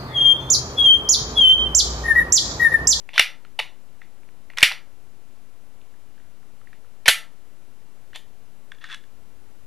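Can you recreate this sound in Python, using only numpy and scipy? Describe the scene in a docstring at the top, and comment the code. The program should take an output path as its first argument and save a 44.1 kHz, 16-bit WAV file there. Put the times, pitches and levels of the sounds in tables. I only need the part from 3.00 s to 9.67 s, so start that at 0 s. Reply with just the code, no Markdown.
"""Furnished living room; a pistol worked by hand about a metre from a two-port microphone on a table.
Hiss, rumble and a steady offset lie under everything; loose parts tick from the start, as filtered noise and
ringing modes. Slide and action scrape and slam near 0.2, 0.6, 1.6, 4.1 and 5.2 s: contacts ring the damped steel.
A faint whistle, a plain sine, comes at 3.1 s; from 5.7 s the magazine knocks and scrapes in its hollow well.
Echoes and a diffuse tail answer each sound; the hardest blows overload the input, with clipping and a thump."""
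import sys
import numpy as np
from scipy import signal
from scipy.io import wavfile

SR = 44100
rng = np.random.default_rng(int(sys.argv[2]) if len(sys.argv) > 2 else 0)


def output_pcm(signal):
    """Save a mono or channel-first signal as 16-bit PCM at the path in sys.argv[1].

    Samples are clipped to [-1, 1] before scaling.
    """
    pcm = np.clip(np.atleast_2d(signal).T, -1, 1) * 32767
    wavfile.write(sys.argv[1], SR, np.round(pcm).astype(np.int16))


N = 294091

# Background spectrum, only its shape: [f/Hz, relative density level/dB]
HISS_SPECTRUM = [(18, -32.5), (30, 1.5), (32, -4.5), (53, 0.5), (224, -3.5), (307, -5), (341, -5.5),
                 (638, -10), (2480, -20.5), (2980, -14), (3680, -23.5), (14300, -27.5), (15500, -37)]
# Difference between the ports in that background: [f/Hz, side relative to mid level/dB]
HISS_SIDE_LEVELS = [(60, -3.5), (130, -19.5), (290, -20), (640, -17.5), (1410, -14), (3100, -4.5),
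                    (6820, -1), (15000, -2.5)]
# Loose parts tick as the hands shift the pistol: [t/s, middle-mode peak level/dB, strongest ring f/Hz]
LOOSE_TICKS = [(.090, -26.5, 2354), (0.133, -30.5, 3276), (0.449, -38, 1510), (1.016, -35.5, 1880),
               (1.233, -49.5, 2083), (1.289, -46, 2197), (1.501, -33, 2270), (1.535, -42, 2090),
               (1.577, -23, 2230), (1.709, -25.5, 2690), (2.815, -49.5, 2580), (2.939, -54, 1800),
               (3.179, -49.5, 1800), (3.199, -50.5, 1860), (3.219, -56.5, 1867), (3.429, -54, 1296),
               (3.614, -48.5, 1300), (3.672, -41.5, 1870), (3.73, -39, 1860), (3.846, -50.5, 1208),
               (5.132, -36, 1462)]
# Parts of the action strike each other: [t/s, middle-mode peak level/dB, strongest ring f/Hz,
# treble relative to middle level/dB, low relative to middle level/dB]
ACTION_BLOWS = [(.159, -23.5, 3270, -23.5, -5), (.179, 0.5, 2280, -28.5, -24), (.185, -8, 2900, -19.5, -25),
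                (.192, -12, 3050, -32.5, -26), (.1945, 5, 2470, -18, -15), (.591, -13, 4360, -26, -6.5),
                (.599, -13.5, 2160, -27, -8.5), (1.573, -20.5, 3300, -12, -31),
                (1.584, -15.5, 1960, -12, -21.5), (1.5845, -11, 5550, -16, -42),
                (1.607, -19, 4800, -10, -22), (1.618, -16, 2090, -19, -19), (1.628, 9, 2650, -15.5, -20),
                (1.715, -17, 2090, -25, -11), (1.72, -19.5, 4550, -17, -18), (4.059, -16, 3000, -20, -12),
                (4.0725, -17, 2860, -22, -27.5), (4.0805, 9.5, 1930, -10, -23),
                (4.085, 4.5, 3350, -16, -20), (4.093, -0.5, 3210, -12, -16), (5.159, -28.5, 3400, -6, -38)]
# Modes of slide and frame, damped by the hand: [f/Hz, relative level/dB, t60/s]
STEEL_MODES = [(780, -2, 0.0018), (1080, 0.5, 0.0023), (1330, -11, .008), (1654.5, -7, 0.001),
               (1764, -1, 0.0043), (2126, 3.5, 0.0031), (2866, 2.5, 0.0036), (3277, 0, 0.0041),
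               (3440, -4.5, 0.0092), (4130, -7, 0.0042), (4740, -7.5, 0.0033), (5790, -13, 0.008),
               (6600, 0.5, 0.0028), (7130, -1, 0.0033), (7970, -2.5, 0.0024), (9490, -5, 0.0059),
               (10607, 0, 0.002), (12200, -5, 0.0021), (12963, -12, 0.0058)]
# First reflections off table, wall and ceiling: [delay t/ms, energy relative to direct level/dB]
FIRST_ECHOES = [(5.5, -18.5), (11.5, -16), (16.0, -19.5)]
# Diffuse tail of the room: [f/Hz, relative level/dB, t60/s]
ROOM_TAIL = [(300, -9.5, 0.38), (730, -10.5, 0.48), (2030, -1, 0.23), (5530, 0, .23), (12000, 6, .2)]
# Difference between the ports in the tail: [f/Hz, side relative to mid level/dB]
ROOM_SIDE_LEVELS = [(300, -15), (1300, -30), (4400, -17), (8100, -16.5), (15000, -19)]
# Slide along its rails: [start t/s, end t/s, first level/dB, last level/dB, strongest ring f/Hz]
RAIL_SCRAPES = [(0.137, 0.185, -39.5, -34.5, 3300), (.589, .603, -21.5, -26, 2760),
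                (1.568, 1.628, -40, -39, 2198), (4.057, 4.071, -21, -27, 2498),
                (4.072, 4.082, -24, -21, 2793), (5.14, 5.16, -55, -33.5, 3390),
                (5.158, 5.17, -35.5, -43.5, 3400)]
# One faint thin whistle: [start t/s, end t/s, f/Hz, rms level/dB]
WHISTLE = (3.065, 3.175, 2900, -73)
# Catch and magazine knock on the well: [t/s, peak level/dB, upper modes' extra level/dB]
WELL_KNOCKS = [(5.718, -27.5, -4), (5.748, -45, -10), (5.784, -47.5, 4), (5.841, -25.5, -12),
               (5.888, -34, -17), (5.9, -30.5, -17), (5.916, -28.5, 7), (5.926, -27, 9), (5.936, -35, -6),
               (5.945, -24, 17), (6.038, -46, -2)]
# Modes of the hollow magazine well: [f/Hz, relative level/dB, t60/s]
WELL_MODES = [(1820, 9, 0.016), (2140, 4.5, 0.0073), (2780, 7, 0.0061), (3410, 8.5, 0.011),
              (4100, -16, 0.0056), (5200, -7, 0.0039), (9770, -18, .004)]
# Level curve of the magazine sliding in its well: [t/s, level/dB]
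MAGAZINE_LEVELS = [(5.805, -57), (5.823, -49), (5.836, -53), (5.85, -44.5), (5.88, -52.5), (5.914, -39.5),
                   (5.948, -39.5), (5.96, -72)]
# Constant input offset, left then right: [share of full scale]
INPUT_OFFSET = [
    [-.0175],
    [-.0005],
]
# Thump relative to the overload that causes it, left then right: [level/dB]
THUMP_LEVELS = [
    [-15.5],
    [-16.5],
]

HISS_DB = -59   # rms of the mid signal
HISS_TILT_DB = 0.07   # left raised, right lowered by this

LOW_TOP_HZ, TREBLE_START_HZ = 1200, 5800   # edges of the low, middle and treble mode groups
TICK_TREBLE_DB, TICK_LOW_DB = -25, -12.5   # relative to a tick's middle modes
CONTACT_MS, CONTACT_MS_PER_DB = 2.7, 0.406   # the hardest blows, above 0 dB, rattle on longer
FAVOUR_WIDTH, CHANCE_DB = .16, 1.5   # width in natural log of frequency; random spread of each mode
FAVOUR_DB, FAVOUR_PER_DB = 6.5, 0.24   # a softer blow favours the nearest modes more
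DULL_PER_DB = 0.25   # and loses this many dB an octave above them for each dB of softness
AROUND_SHARE = .5   # how much of a blow's own colour survives averaging over directions
SMALL_BODY_HZ = 470   # so small a body sends out little below this

ROOM_DB, ROOM_RISE_S = -7, 0.01   # tail energy relative to direct; time of its gradual build-up
ECHO_SMEAR_MS, ECHO_SIDE_DB = 2.0, -18.5
PORTS_DIFFER_DB, PORTS_DIFFER_HZ = -15.5, [5000, 10000]   # the ports colour the treble a little differently

SCRAPE_LOW_DB, SCRAPE_TREBLE_DB = -11, -19.5   # relative to a scrape's middle modes
KNOCK_MS, KNOCK_AROUND_DB = 3.34, -4.5   # the gripping hand shields the well from the walls
UPPER_WELL_HZ = 2400

INPUT_TOP = .93   # clipping height, share of full scale
THUMP_HZ, CUTOFF_HZ = 450, 15650   # low-pass edges of the thump and of the whole signal
OPPOSITE = np.array([[1], [-1]])   # side signal: plus on the left, minus on the right


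def from_db(db):
    """Decibels to gain."""
    return 10 ** (np.asarray(db) / 20)


def rms_one(x):
    """Scale to rms 1."""
    return x / np.sqrt(np.mean(x ** 2) + 1e-20)


def at_hz(rows, hz, column=1):
    """Read a table on a log-frequency axis."""
    table = np.array(rows)
    return np.interp(np.log(hz), np.log(table[:, 0]), table[:, column])


def steep(x, kind, hz):
    """Fourth-order high- or low-pass."""
    return signal.sosfilt(signal.butter(4, hz, kind, fs=SR, output="sos"), x)


def bands(length):
    """Half-octave bands of mid and side noise with their centres; neighbours unrelated."""
    edges = 12 * 2 ** np.arange(0, 10.6, .5)
    white = rng.standard_normal((2, 2, length))
    for k, (low, high) in enumerate(zip(edges, edges[1:])):
        sos = signal.butter(2, [low, high], "band", fs=SR, output="sos")
        mid, side = signal.sosfilt(sos, white[k % 2])
        yield np.sqrt(low * high), mid, side


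def hiss():
    """Room rumble shared by both ports, circuit hiss largely own to each: shaped noise bands."""
    run_in = SR // 2   # lets the band filters settle
    mids = sides = 0
    for hz, mid, side in bands(N + run_in):
        level_db = at_hz(HISS_SPECTRUM, hz)
        mids = mids + from_db(level_db) * mid[run_in:]
        sides = sides + from_db(level_db + at_hz(HISS_SIDE_LEVELS, hz)) * side[run_in:]
    scale = from_db(HISS_DB) / np.std(mids)
    return scale * (mids + sides * OPPOSITE) * from_db(HISS_TILT_DB * OPPOSITE)


def grains(shape, per_s):
    """Tiny contacts at random moments, of uneven size and sign."""
    sizes = from_db(2.0 * np.minimum(rng.exponential(1, shape), 4))
    signs = rng.choice([-1, 1], shape)
    return sizes * signs * (rng.random(shape) < per_s / SR)


def rattles(count, contact_ms, first_touch):
    """One burst of contacts a row, thinning out in strength after an added first touch."""
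    t = np.arange(2000) / SR
    force = grains((count, len(t)), 20000) * np.exp(-(1000 * t / contact_ms) ** 2)
    force[:, 0] += first_touch
    return force


def ring(force, hz, t60):
    """One damped mode; a unit click sets a sine of starting height 1 ringing."""
    r = from_db(-60 / (t60 * SR))
    w = 2 * np.pi * hz / SR
    return signal.lfilter([0, np.sin(w)], [1, -2 * r * np.cos(w), r * r], force + 1e-18)


def steel(force, strength_db):
    """Ring every steel mode with its strength; give the low, middle and treble modes apart."""
    groups = np.zeros((3, *force.shape))
    signs = (-1) ** np.arange(len(STEEL_MODES))   # neighbouring modes move in opposite senses
    for (hz, level_db, t60), extra_db, sign in zip(STEEL_MODES, strength_db, signs):
        group = (hz > LOW_TOP_HZ) + (hz > TREBLE_START_HZ)
        groups[group] += sign * from_db(level_db + extra_db) * ring(force, hz, t60)
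    low, middle, treble = groups
    middle = steep(steep(middle, "low", TREBLE_START_HZ), "high", LOW_TOP_HZ)
    return steep(low, "low", LOW_TOP_HZ), middle, steep(treble, "high", TREBLE_START_HZ)


def place(strikes, times):
    """Lay each row of short sounds at its time in seconds; the last axes are (row, sample)."""
    length = strikes.shape[-1]
    out = np.zeros((*strikes.shape[:-2], N + length))
    for k, at in enumerate(np.round(times * SR).astype(int)):
        out[..., at:at + length] += strikes[..., k, :]
    return out[..., :N]


def blows():
    """Each blow or tick is a short rattle of contacts; where it lands decides which modes it favours.
    Gives the sound towards the microphone and the smoother one averaged over all directions."""
    rows = ACTION_BLOWS + [(*tick, TICK_TREBLE_DB, TICK_LOW_DB) for tick in LOOSE_TICKS]
    s, peak_db, ring_hz, treble_db, low_db = np.transpose(rows)[:, :, None]
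    contact_ms = CONTACT_MS + CONTACT_MS_PER_DB * np.maximum(peak_db, 0)
    rattle = rattles(len(s), contact_ms, 6.0)
    click = np.zeros_like(rattle)
    click[:, 0] = 1

    chance = rng.standard_normal((len(s), len(STEEL_MODES)))
    softness_db = np.maximum(-peak_db, 0)
    strength_db = []
    for k, (hz, *_) in enumerate(STEEL_MODES):
        nearness = np.exp(-(np.log(hz / ring_hz) / FAVOUR_WIDTH) ** 2)
        favour_db = (FAVOUR_DB + FAVOUR_PER_DB * softness_db) * nearness
        octaves_above = np.maximum(np.log2(hz / ring_hz), 0)
        dull_db = DULL_PER_DB * softness_db * octaves_above
        strength_db.append(favour_db - dull_db + CHANCE_DB * chance[:, [k]])

    ahead_groups = steel(rattle, strength_db)
    around_groups = steel(click, AROUND_SHARE * np.array(strength_db))
    strikes = np.zeros((2, *rattle.shape))
    for ahead, around, group_db in zip(ahead_groups, around_groups, [low_db, 0, treble_db]):
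        ahead = from_db(peak_db + group_db) * ahead / np.abs(ahead).max(axis=1, keepdims=True)
        strikes[0] += ahead
        strikes[1] += around * (ahead.std(axis=1) / around.std(axis=1))[:, None]   # same energy
    return place(strikes, s[:, 0])


def room(ahead, around):
    """Direct sound, three smeared echoes and a diffuse tail dying band by band; close ports hear it almost alike."""
    t = np.arange(SR // 2) / SR
    tail = 0
    for hz, mid, side in bands(len(t)):
        decay = from_db(at_hz(ROOM_TAIL, hz) - 60 * t / at_hz(ROOM_TAIL, hz, column=2))
        tail = tail + decay * (mid + from_db(at_hz(ROOM_SIDE_LEVELS, hz)) * side * OPPOSITE)
    tail *= 1 - np.exp(-(t / ROOM_RISE_S) ** 2)
    response = from_db(ROOM_DB) * tail / np.sqrt(np.sum(tail ** 2) / 2)

    for ms, level_db in FIRST_ECHOES:
        mid, side = rng.standard_normal((2, 400)) * np.exp(-1000 * t[:400] / ECHO_SMEAR_MS)
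        at = round(ms * SR / 1000)
        echo = mid + from_db(ECHO_SIDE_DB) * side * OPPOSITE
        response[:, at:at + 400] += from_db(level_db) * echo / np.sqrt(np.sum(mid ** 2))

    unlike = signal.sosfilt(signal.butter(2, PORTS_DIFFER_HZ, "band", fs=SR, output="sos"), ahead)
    direct = ahead + from_db(PORTS_DIFFER_DB) * unlike * OPPOSITE
    return direct + signal.fftconvolve(around[None], response, axes=1)[:, :N]


def stroke(rows, body):
    """Dense contacts ring a body under a level curve of (t/s, level/dB)."""
    s, level_db = np.transpose(rows)
    start, end = round(s[0] * SR), round(s[-1] * SR)
    t = np.arange(start, end) / SR
    level = from_db(np.interp(t, s, level_db))
    fade = signal.windows.tukey(end - start, .1)
    out = np.zeros(N)
    out[start:end] = level * body(grains(end - start, 6000)) * fade
    return out


def rails(force, ring_hz):
    """The steel, rubbed; the modes near the rubbed spot's strongest ring lead."""
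    mode_hz = np.array(STEEL_MODES)[:, 0]
    strength_db = FAVOUR_DB * np.exp(-(np.log(mode_hz / ring_hz) / FAVOUR_WIDTH) ** 2)
    low, middle, treble = map(rms_one, steel(force, strength_db))
    return middle + from_db(SCRAPE_LOW_DB) * low + from_db(SCRAPE_TREBLE_DB) * treble


def slide_scrapes():
    """The slide rubs along its rails: dense contacts keep the steel ringing."""
    out = np.zeros(N)
    for start, end, first_db, last_db, ring_hz in RAIL_SCRAPES:
        out += stroke([(start, first_db), (end, last_db)], lambda force: rails(force, ring_hz))
    return out


def squeak():
    """A narrow steady tone that fades in and out."""
    start, end, hz, level_db = WHISTLE
    span = slice(round(start * SR), round(end * SR))
    tone = np.sqrt(2) * np.sin(2 * np.pi * hz * np.arange(N)[span] / SR)
    out = np.zeros(N)
    out[span] = from_db(level_db) * tone * signal.windows.tukey(len(tone), .3)
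    return out


def well(force, upper_db=0):
    """The hollow well, rubbed or knocked: its damped modes ring together."""
    modes = 0
    for hz, level_db, t60 in WELL_MODES:
        modes = modes + from_db(level_db + upper_db * (hz > UPPER_WELL_HZ)) * ring(force, hz, t60)
    return rms_one(steep(steep(modes, "low", 11000), "high", 1150))


def knocks():
    """A short rattle of contacts rings the well; towards the microphone and around."""
    s, peak_db, upper_db = np.transpose(WELL_KNOCKS)[:, :, None]
    rings = well(rattles(len(s), KNOCK_MS, 3.0), upper_db)
    rings = from_db(peak_db) * rings / np.abs(rings).max(axis=1, keepdims=True)
    return place(rings, s[:, 0]) * from_db([[0], [KNOCK_AROUND_DB]])


def magazine_scrape():
    """The magazine rubs out of its well: dense contacts ring the hollow."""
    return stroke(MAGAZINE_LEVELS, well)


def scene():
    """Pistol and whistle in the room, over the hiss."""
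    pistol = blows() + slide_scrapes() + knocks() + magazine_scrape()
    ahead, around = steep(pistol, "high", SMALL_BODY_HZ) + squeak()
    return room(ahead, around) + hiss()


def record(dry):
    """An overdriven input clips and shifts its rest point (a low thump); an offset is added; the top is cut."""
    overload = np.maximum(np.abs(dry) - INPUT_TOP, 0)
    thump = from_db(THUMP_LEVELS) * steep(overload, "low", THUMP_HZ)
    clipped = np.clip(dry + INPUT_OFFSET, -INPUT_TOP, INPUT_TOP) + thump
    top_cut = signal.cheby2(14, 50, CUTOFF_HZ, fs=SR, output="sos")
    return np.clip(signal.sosfilt(top_cut, clipped), -1, 1)


dry = scene()
out = record(dry)
output_pcm(out)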